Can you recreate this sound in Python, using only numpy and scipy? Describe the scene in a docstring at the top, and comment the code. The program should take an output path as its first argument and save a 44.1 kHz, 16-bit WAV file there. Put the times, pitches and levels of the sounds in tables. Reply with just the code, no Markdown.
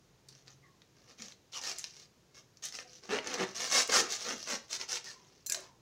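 """Sawing a crusty loaf

A knife saws through the crust of a round loaf, close by in a small quiet kitchen. Each stroke is a
shower of tiny fractures: the crust crackles, the teeth rasp, the pressed loaf sounds hollow.
The blade creaks as it sticks and slips in the cut, and single flakes snap in between.
At the end the blade ticks and the last bridge of crust breaks in sharp cracks."""
import sys
import numpy as np
from scipy import signal
from scipy.fft import rfft, irfft
from scipy.io import wavfile
from scipy.ndimage import map_coordinates

SR = 44100
rng = np.random.default_rng(int(sys.argv[2]) if len(sys.argv) > 2 else 0)


def wrap_up_sound(samples):
    """Save the sound to the file named by the first command line argument, as 16-bit audio."""
    columns = np.atleast_2d(samples).T
    # keep every value between -1 and 1, then stretch to whole-number steps
    tamed = np.clip(columns, -1, 1)
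    steps = np.round(tamed * 32767).astype(np.int16)
    wavfile.write(sys.argv[1], SR, steps)


N = 256265
TAPS = 4096  # samples in one click
HZ = np.fft.rfftfreq(TAPS, 1 / SR)


def gain_of(db):
    """Decibels to amplitude."""
    return 10 ** (np.asarray(db) / 20)


def unit_rms(x):
    """Scales to rms 1."""
    return x / np.sqrt(np.mean(x ** 2) + 1e-20)


def curve_at(points, hz):
    """Joins (Hz, value) points by straight lines on a log axis."""
    point_hz, value = np.transpose(points)
    return np.interp(np.log(hz + 1), np.log(point_hz + 1), value)


def add(mix, start_s, sound):
    """Mixes a sound in at its start time."""
    part = mix[round(start_s * SR):][:len(sound)]
    part += sound[:len(part)]


def bell(hz, width_hz):
    """Power response of one resonance, 1 at its centre."""
    return 1 / (1 + (2 * (HZ - hz) / width_hz) ** 2)


def click_of(spectrum):
    """The minimum-phase click with this spectrum: it starts at once, then rings out."""
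    log_gain = np.log(np.maximum(spectrum, 1e-5))
    mirrored = np.concatenate([log_gain, log_gain[-2:0:-1]])
    return np.fft.ifft(np.exp(np.conj(signal.hilbert(mirrored)))).real


def smooth(x, seconds):
    """Running mean under a bell-shaped window."""
    window = signal.windows.hann(int(seconds * SR) + 3)
    return signal.oaconvolve(x, window / window.sum(), "same")


def resonate(x, hz, width_hz):
    """A resonance that glides along hz: shift down to zero, smooth twice, shift back."""
    carrier = np.exp(2j * np.pi * np.cumsum(hz) / SR)
    pole = np.exp(-np.pi * width_hz / SR)
    return (carrier * signal.lfilter([(1 - pole) ** 2], [1, -2 * pole, pole * pole], x / carrier)).real


def room_tone(level_db):
    """The steady murmur of the room and a faint hiss."""
    # colour of the still room: (frequency [Hz], relative level [dB])
    murmur = [(20, -37.5), (33, -13), (50, -5.5), (72, -7), (130, 1.5), (250, -8), (400, -6), (630, -13.5),
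              (1500, -19), (3200, -21), (6600, -19), (8000, -30), (10000, -33), (15500, -34.5)]
    spectrum = rfft(rng.standard_normal(N)) * gain_of(curve_at(murmur, np.fft.rfftfreq(N, 1 / SR)))
    return gain_of(level_db) * unit_rms(irfft(spectrum, N))


def creaks(trim_db):
    """The blade sticks and slips, exciting one resonance of the cut; slip drops and widens it."""
    # groans and squeaks: (time [s], length [s], starting pitch [Hz], slip [0-1], relative level [dB])
    rubs = [(.2, 0.76, 134, 0.12, -70.5), (0.623, 0.079, 2110, 0.33, -67), (.63, .16, 1140, 0.15, -71),
            (1.185, 0.035, 2380, 0.17, -57.5), (1.19, 0.083, 236, 0.45, -53.5),
            (1.531, 0.074, 3380, 0.6, -48), (1.545, 0.082, 1240, 0.93, -52.5),
            (2.624, 0.065, 1810, 0.08, -59), (2.77, 0.31, 500.5, .04, -72),
            (2.841, 0.076, 760, 0.15, -63.5), (3.119, 0.047, 426.3, 0.03, -33),
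            (3.393, 0.05, 214, 0.3, -43.5), (3.887, 0.017, 527, 0.37, -36.5),
            (3.923, 0.061, 1510, 0.77, -32.5), (3.967, 0.08, 512, 0.9, -40.5),
            (4.245, 0.17, 534, 0.83, -53.5), (4.322, 0.054, 270, .4, -48.5),
            (4.525, 0.037, 247, 0.38, -43.5), (5.063, 0.055, 1883, 0.15, -52.5),
            (5.107, 0.2, 1055, 0.17, -67), (5.488, 0.1, 1704, 0.19, -52.5), (5.492, .04, 2510, 0.15, -51),
            (5.541, 0.065, 704, 0.44, -51.5), (5.551, 0.26, 1135, 0.55, -66.5)]
    fall_octaves, stuck_width, slip_width = 0.8, 0.015, 0.24  # widths as shares of the pitch
    out = np.zeros(N)
    for start_s, length_s, hz, slip, db in rubs:
        progress = np.linspace(0, 1, int(length_s * SR))
        glide_hz = hz * 2 ** (-fall_octaves * slip * progress)
        friction = rng.standard_normal(N)[:len(progress)]
        tone = resonate(friction, glide_hz, hz * (stuck_width + slip_width * slip))
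        tone /= np.sqrt(abs(smooth(tone ** 2, 0.062)) + 1e-14)  # steady the level
        swell = abs(np.sin(np.pi * progress ** 0.58))  # peaks early
        add(out, start_s, gain_of(db + trim_db) * unit_rms(tone * swell))
    return out


def stroke_envelopes():
    """Amplitudes of crackle, splinters, rasp and push: strokes swell and ease off; their powers add."""
    # pushes and pulls of the blade, and rubs of the crust in the hand; depth is low on dry crust,
    # high in the pressed loaf: (time [s], length [s], place of the peak [0-1], force [dB], depth [dB])
    strokes = [(0.279, .18, 0.04, -23.5, -12), (0.453, .1, 0.28, -21.5, -8), (0.942, 0.2, 0.14, -30, -2),
               (1.069, 0.076, 0.47, -19.5, -4), (1.172, 0.17, 0.26, -12, -12.5),
               (1.516, 0.091, 0.6, -4, -23), (1.598, .15, 0.56, 0.5, -16.5), (1.745, 0.22, 0, -13, -23.5),
               (1.925, 0.15, 0.34, -15.5, -18.5), (2.335, 0.082, 0.46, -16, -11.5),
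               (2.622, 0.09, 0.17, -3, -24.5), (2.73, 0.055, 0.33, -4, -18), (2.782, 0.061, .15, -10, -9),
               (2.838, 0.18, 0.61, -18, -22), (3.019, .1, 0.18, -16.5, -6), (3.087, .125, 0.27, -6, 11.5),
               (3.212, 0.16, 0.88, -5.5, 2), (3.365, 0.094, 0.56, -4, 9), (3.461, 0.097, 0.04, -12.5, -3.5),
               (3.542, 0.071, 0.4, -1, -16.5), (3.578, 0.15, 0.29, 2.5, -13), (3.696, .15, .5, 13, -15.5),
               (3.887, 0.049, 0.22, 2, -5.5), (3.906, 0.12, 0.45, 13.5, -13.5), (3.992, 0.14, .1, -6.5, -2),
               (4.082, 0.099, 0.5, 3, -19), (4.169, 0.11, 0.46, -3, -16), (4.23, 0.13, 0.51, -0.5, -6),
               (4.346, 0.27, 0.04, -9, -22.5), (4.456, 0.12, 0.58, 1.5, -8), (4.552, 0.28, 0, -22, -15),
               (4.687, 0.089, 0.8, 1, -18), (4.786, 0.072, 0.37, -5, -9.5), (4.876, 0.12, .45, 3, -19.5),
               (5.032, 0.12, 0.39, -8, -14), (5.112, 0.45, 0.1, -27, -7), (5.489, 0.22, 0, -14.5, -4)]
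    # how each layer follows the blade: (base level [dB], force slope [dB/dB], depth slope [dB/dB])
    crackle_law = (-38, 1, 0)
    splinter_law = (-58.5, 1.2, -0.017)
    rasp_law = (-37.5, 1.22, 0.69)
    push_law = (-38.5, 0.98, 0.99)
    laws = (crackle_law, splinter_law, rasp_law, push_law)
    power = np.zeros((4, N))
    for start_s, length_s, peak, force_db, depth_db in strokes:
        progress = np.linspace(0, 1, int(length_s * SR))
        skewed = np.interp(progress, [0, np.clip(peak, .1, .9), 1], [0, .5, 1])
        swell = abs(np.sin(np.pi * skewed)) ** 0.93
        for layer, (base_db, per_force, per_depth) in zip(power, laws):
            gain = gain_of(base_db + per_force * force_db + per_depth * depth_db)
            add(layer, start_s, (gain * swell) ** 2)
    return np.sqrt(power)


def fractures(effort, added_per_s, growth, spread_db, clump_db, clump_s):
    """Tiny breaks, mostly small, in clumps as teeth catch; harder strokes break more each second."""
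    per_s = 200 + added_per_s * (effort / effort.max()) ** growth
    size_db = spread_db * np.minimum(rng.exponential(1, N), 4)
    catch_db = clump_db * unit_rms(smooth(rng.standard_normal(N), clump_s))
    return gain_of(size_db + catch_db) * (rng.random(N) < per_s / SR)


def shower(breaks, colour, band_hz, scatter_db, rub, tint_db, tints=6):
    """Breaks ring the loaf, each with one of a few tints, over smooth rubbing; rms 1 in the band."""
    # resonances of the loaf and the blade in it: (frequency [Hz], width [Hz], lift [dB])
    body = [(214.7, 51, 10.5), (302.6, 16, -9.5), (384, 40, 9.5), (490, 23, 8), (564, 14, -2.5),
            (693, 95, 4), (985, 44, -11), (1134, 27, 7), (1247, 40, 3.5), (1739, 130, 3), (1980, 19, 5.5),
            (2176, 11, 10.5), (2789, 78, 5.5)]
    drive = breaks * gain_of(scatter_db * rng.standard_normal(N)) * rng.choice([-1, 1], N)
    drive /= np.sqrt(abs(smooth(drive ** 2, 0.049)) + 1e-9)  # steady the level
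    drive = (drive + rub * rng.standard_normal(N)) / np.hypot(1, rub)
    body_db = curve_at(colour, HZ) + sum(db * bell(hz, width) for hz, width, db in body)
    tint = rng.integers(0, tints, N)
    out = np.zeros(N)
    for k in range(tints):
        ripple_db = tint_db * np.sin(2 * np.pi * (np.log2(HZ + 1) + k / tints))
        out += signal.oaconvolve(drive * (tint == k), click_of(gain_of(body_db + ripple_db)))[:N]
    in_band = signal.sosfilt(signal.butter(4, band_hz, "bandpass", fs=SR, output="sos"), out)
    return out / in_band.std()


def sawing():
    """Fine fractures make the crust crackle and splinter; coarser tears rasp and sound the loaf."""
    # colours of the four layers: (frequency [Hz], relative level [dB])
    crust_eq = [(300, -35.5), (1500, -15), (3000, -8), (4400, -2.5), (5600, 2), (6600, -0.5), (7600, -27.5),
                (9500, -27.5), (15500, -29.5)]
    splinter_eq = [(3000, -12), (7000, 16), (9000, 5), (11500, -5), (15500, -17)]
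    teeth_eq = [(120, -46), (350, -13.5), (650, 1), (1200, 1), (2100, 0), (3000, -4), (4500, -8),
                (8000, -20.5), (15500, -47)]
    loaf_eq = [(25, -32), (70, -25.5), (130, -12), (200, -7), (300, -0.5), (450, -3.5), (650, -7),
               (1100, -10), (3000, -18.5), (8000, -71)]
    crackle, splinters, rasp, push = stroke_envelopes()
    fine = fractures(crackle, added_per_s=4500, growth=.75, spread_db=4.5, clump_db=0.1, clump_s=0.014)
    tears = fractures(rasp, added_per_s=2000, growth=.5, spread_db=4, clump_db=2.5, clump_s=0.0063)
    coarse = 0.84 * fine + tears
    crust = shower(fine, crust_eq, (3500, 8000), scatter_db=1.5, rub=0.52, tint_db=8)
    shards = shower(fine, splinter_eq, (9000, 16000), scatter_db=-3.0, rub=0.75, tint_db=15.5)
    teeth = shower(coarse, teeth_eq, (700, 3000), scatter_db=2.5, rub=0.17, tint_db=4)
    loaf = shower(coarse, loaf_eq, (150, 700), scatter_db=0.5, rub=0.52, tint_db=3.0)
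    return (gain_of(-2.0) * crackle * crust + gain_of(-1.6) * splinters * shards
            + gain_of(-0.5) * rasp * teeth + gain_of(-3.0) * push * loaf)


def snaps(burst_s, trim_db):
    """A flake breaks in a sharp burst, then crumbles; hard, brittle breaks ring the blade most."""
    # single flakes, from dull knocks to brittle ticks: (time [s], relative peak [dB], brittleness [dB])
    flakes = [(0.2865, -40, 12), (0.2891, -38, -9), (0.48, -36, -23), (0.8188, -42.5, -19),
              (1.2212, -28.5, -6), (1.322, -36, -10), (1.785, -24.5, 11), (1.794, -25, 5),
              (1.8417, -21.5, -10), (2.5715, -40, -4), (2.64, -29, 3), (2.6542, -26.5, 10),
              (2.724, -32, -9), (2.788, -27.5, -26), (3.1873, -18, -35), (3.272, -22.5, -2.5),
              (3.341, -20.5, -2), (3.876, -25, 7), (4.004, -13.5, -2), (4.1226, -19, 0),
              (4.4285, -25.5, -7.5), (4.7296, -19.5, -3.5), (4.8131, -20.5, -13.5), (4.9706, -22.5, -27),
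              (5.044, -33, 0.5), (5.4629, -29.5, 34), (5.467, -25.5, 28), (5.4981, -16.5, 9),
              (5.5219, -12.5, 4.5), (5.546, -19.5, -3.5), (5.605, -42, 12)]
    # colour common to all snaps: (frequency [Hz], relative level [dB])
    flake_eq = [(500, 1), (3000, -7.5), (4400, 0.5), (6600, 3), (8000, -5.5), (10500, -6.5), (15500, -5.5)]
    # modes of the steel: (frequency [Hz], relative level [dB], t60 [s])
    blade_modes = [(4180, 0, 0.041), (5070, -9.5, 0.04), (6100, -1, 0.051), (7260, -3, 0.049),
                   (7570, -3.5, .05), (15000, -14, .025)]
    out, t = np.zeros(N), np.arange(TAPS) / SR
    ring = sum(gain_of(db - 60 * t / t60) * np.sin(2 * np.pi * hz * t) for hz, db, t60 in blade_modes)
    for start_s, db, brittle_db in flakes:
        # brittle flakes break at a higher pitch, crumble for longer and carry less bass
        hz = 6050 * 2 ** (0.04 * brittle_db)
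        crumble_s = 0.0053 * 2 ** (brittle_db / 11)
        low_cut_hz = 760 * 2 ** (brittle_db / 13)
        # they also trade the knock on the loaf for a splintering edge
        knock = gain_of(-9.5 - 0.7 * brittle_db) * bell(2180, 1670) * HZ / (HZ + 400)
        edge = gain_of(-24.5 + brittle_db) * bell(10800, 10700)
        low_cut = 1 / (1 + (low_cut_hz / (HZ + 1)) ** 6)
        colour = gain_of(curve_at(flake_eq, HZ)) * low_cut * (bell(hz, 0.67 * hz) + edge + knock)
        drive = rng.standard_normal(TAPS) * (np.exp(-t / burst_s) + 0.13 * np.exp(-t / crumble_s))
        crack = signal.fftconvolve(drive, click_of(colour))
        peak_rms = np.sqrt(smooth(crack ** 2, 0.0013).max())
        add(out, start_s, gain_of(db + trim_db) * crack / peak_rms)
        add(out, start_s, gain_of(db - 29.5 + 0.52 * brittle_db) * ring)
    return out


def hand_reflections(x, strength, spacing_s, sway, count=2):
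    """The moving hands and the opening cut reflect the sound, so its hollow colour keeps shifting."""
    out, t = x.copy(), np.arange(N) / SR
    wander_hz = np.geomspace(.6, 2.6, 5)
    for k in range(count):
        wander = unit_rms(sum(np.sin(2 * np.pi * (hz * t + rng.random())) for hz in wander_hz))
        delay_s = (k + 1) * spacing_s * np.exp(sway * wander)
        out += strength * map_coordinates(x, [(t - delay_s) * SR], order=3)
    return out / np.sqrt(1 + count * strength ** 2)


def kitchen(x, wet_db, build_s):
    """Table and hands reflect at once; the walls answer with a short tail that loses its treble first."""
    # echoes off near surfaces: (delay [s], relative amplitude)
    echoes = [(.0007, 0.033), (.0019, 0.092), (.0034, 0.05), (.0066, .18), (.011, 0.12)]
    # decay from the walls alone: (frequency [Hz], t60 [s])
    wall_decay = [(200, 0.27), (700, 0.34), (2000, 0.29), (5500, 0.28)]
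    t = np.arange(SR) / SR
    bounces = rng.choice([-1., 1.], SR) * (rng.random(SR) < 4000 / SR)  # about 4000 a second
    bounces *= 1 - np.exp(-t / build_s)
    hz, frame_s, spectra = signal.stft(bounces, SR, nperseg=256)
    air_db_per_s = 90 * (hz / 10000) ** 2
    loss_db_per_s = 60 / curve_at(wall_decay, hz) + air_db_per_s
    tail = signal.istft(spectra * gain_of(-frame_s * loss_db_per_s[:, None]), SR, nperseg=256)[1]
    response = gain_of(wet_db) * tail / np.linalg.norm(tail)
    response[0] += 1  # direct sound
    for delay_s, strength in echoes:
        response[round(delay_s * SR)] += strength
    return signal.fftconvolve(x, response / np.linalg.norm(response))[:N]


def scene():
    """Knife and bread in the kitchen, over room tone, in mono."""
    crunch = sawing() + snaps(burst_s=0.0009, trim_db=-7.0)
    bread = hand_reflections(crunch, strength=0.37, spacing_s=.002, sway=0.158) + creaks(trim_db=-2.0)
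    return (kitchen(bread, wet_db=-9.5, build_s=0.0046) + room_tone(level_db=-66.5))[None]


def record(dry):
    """A steep low-pass takes off the very top of the treble."""
    cutoff_hz = 15850
    low_pass = signal.firwin(511, cutoff_hz, window=("kaiser", 9), fs=SR)
    return signal.oaconvolve(dry, low_pass[None], "same")


dry = scene()
out = record(dry)
wrap_up_sound(out)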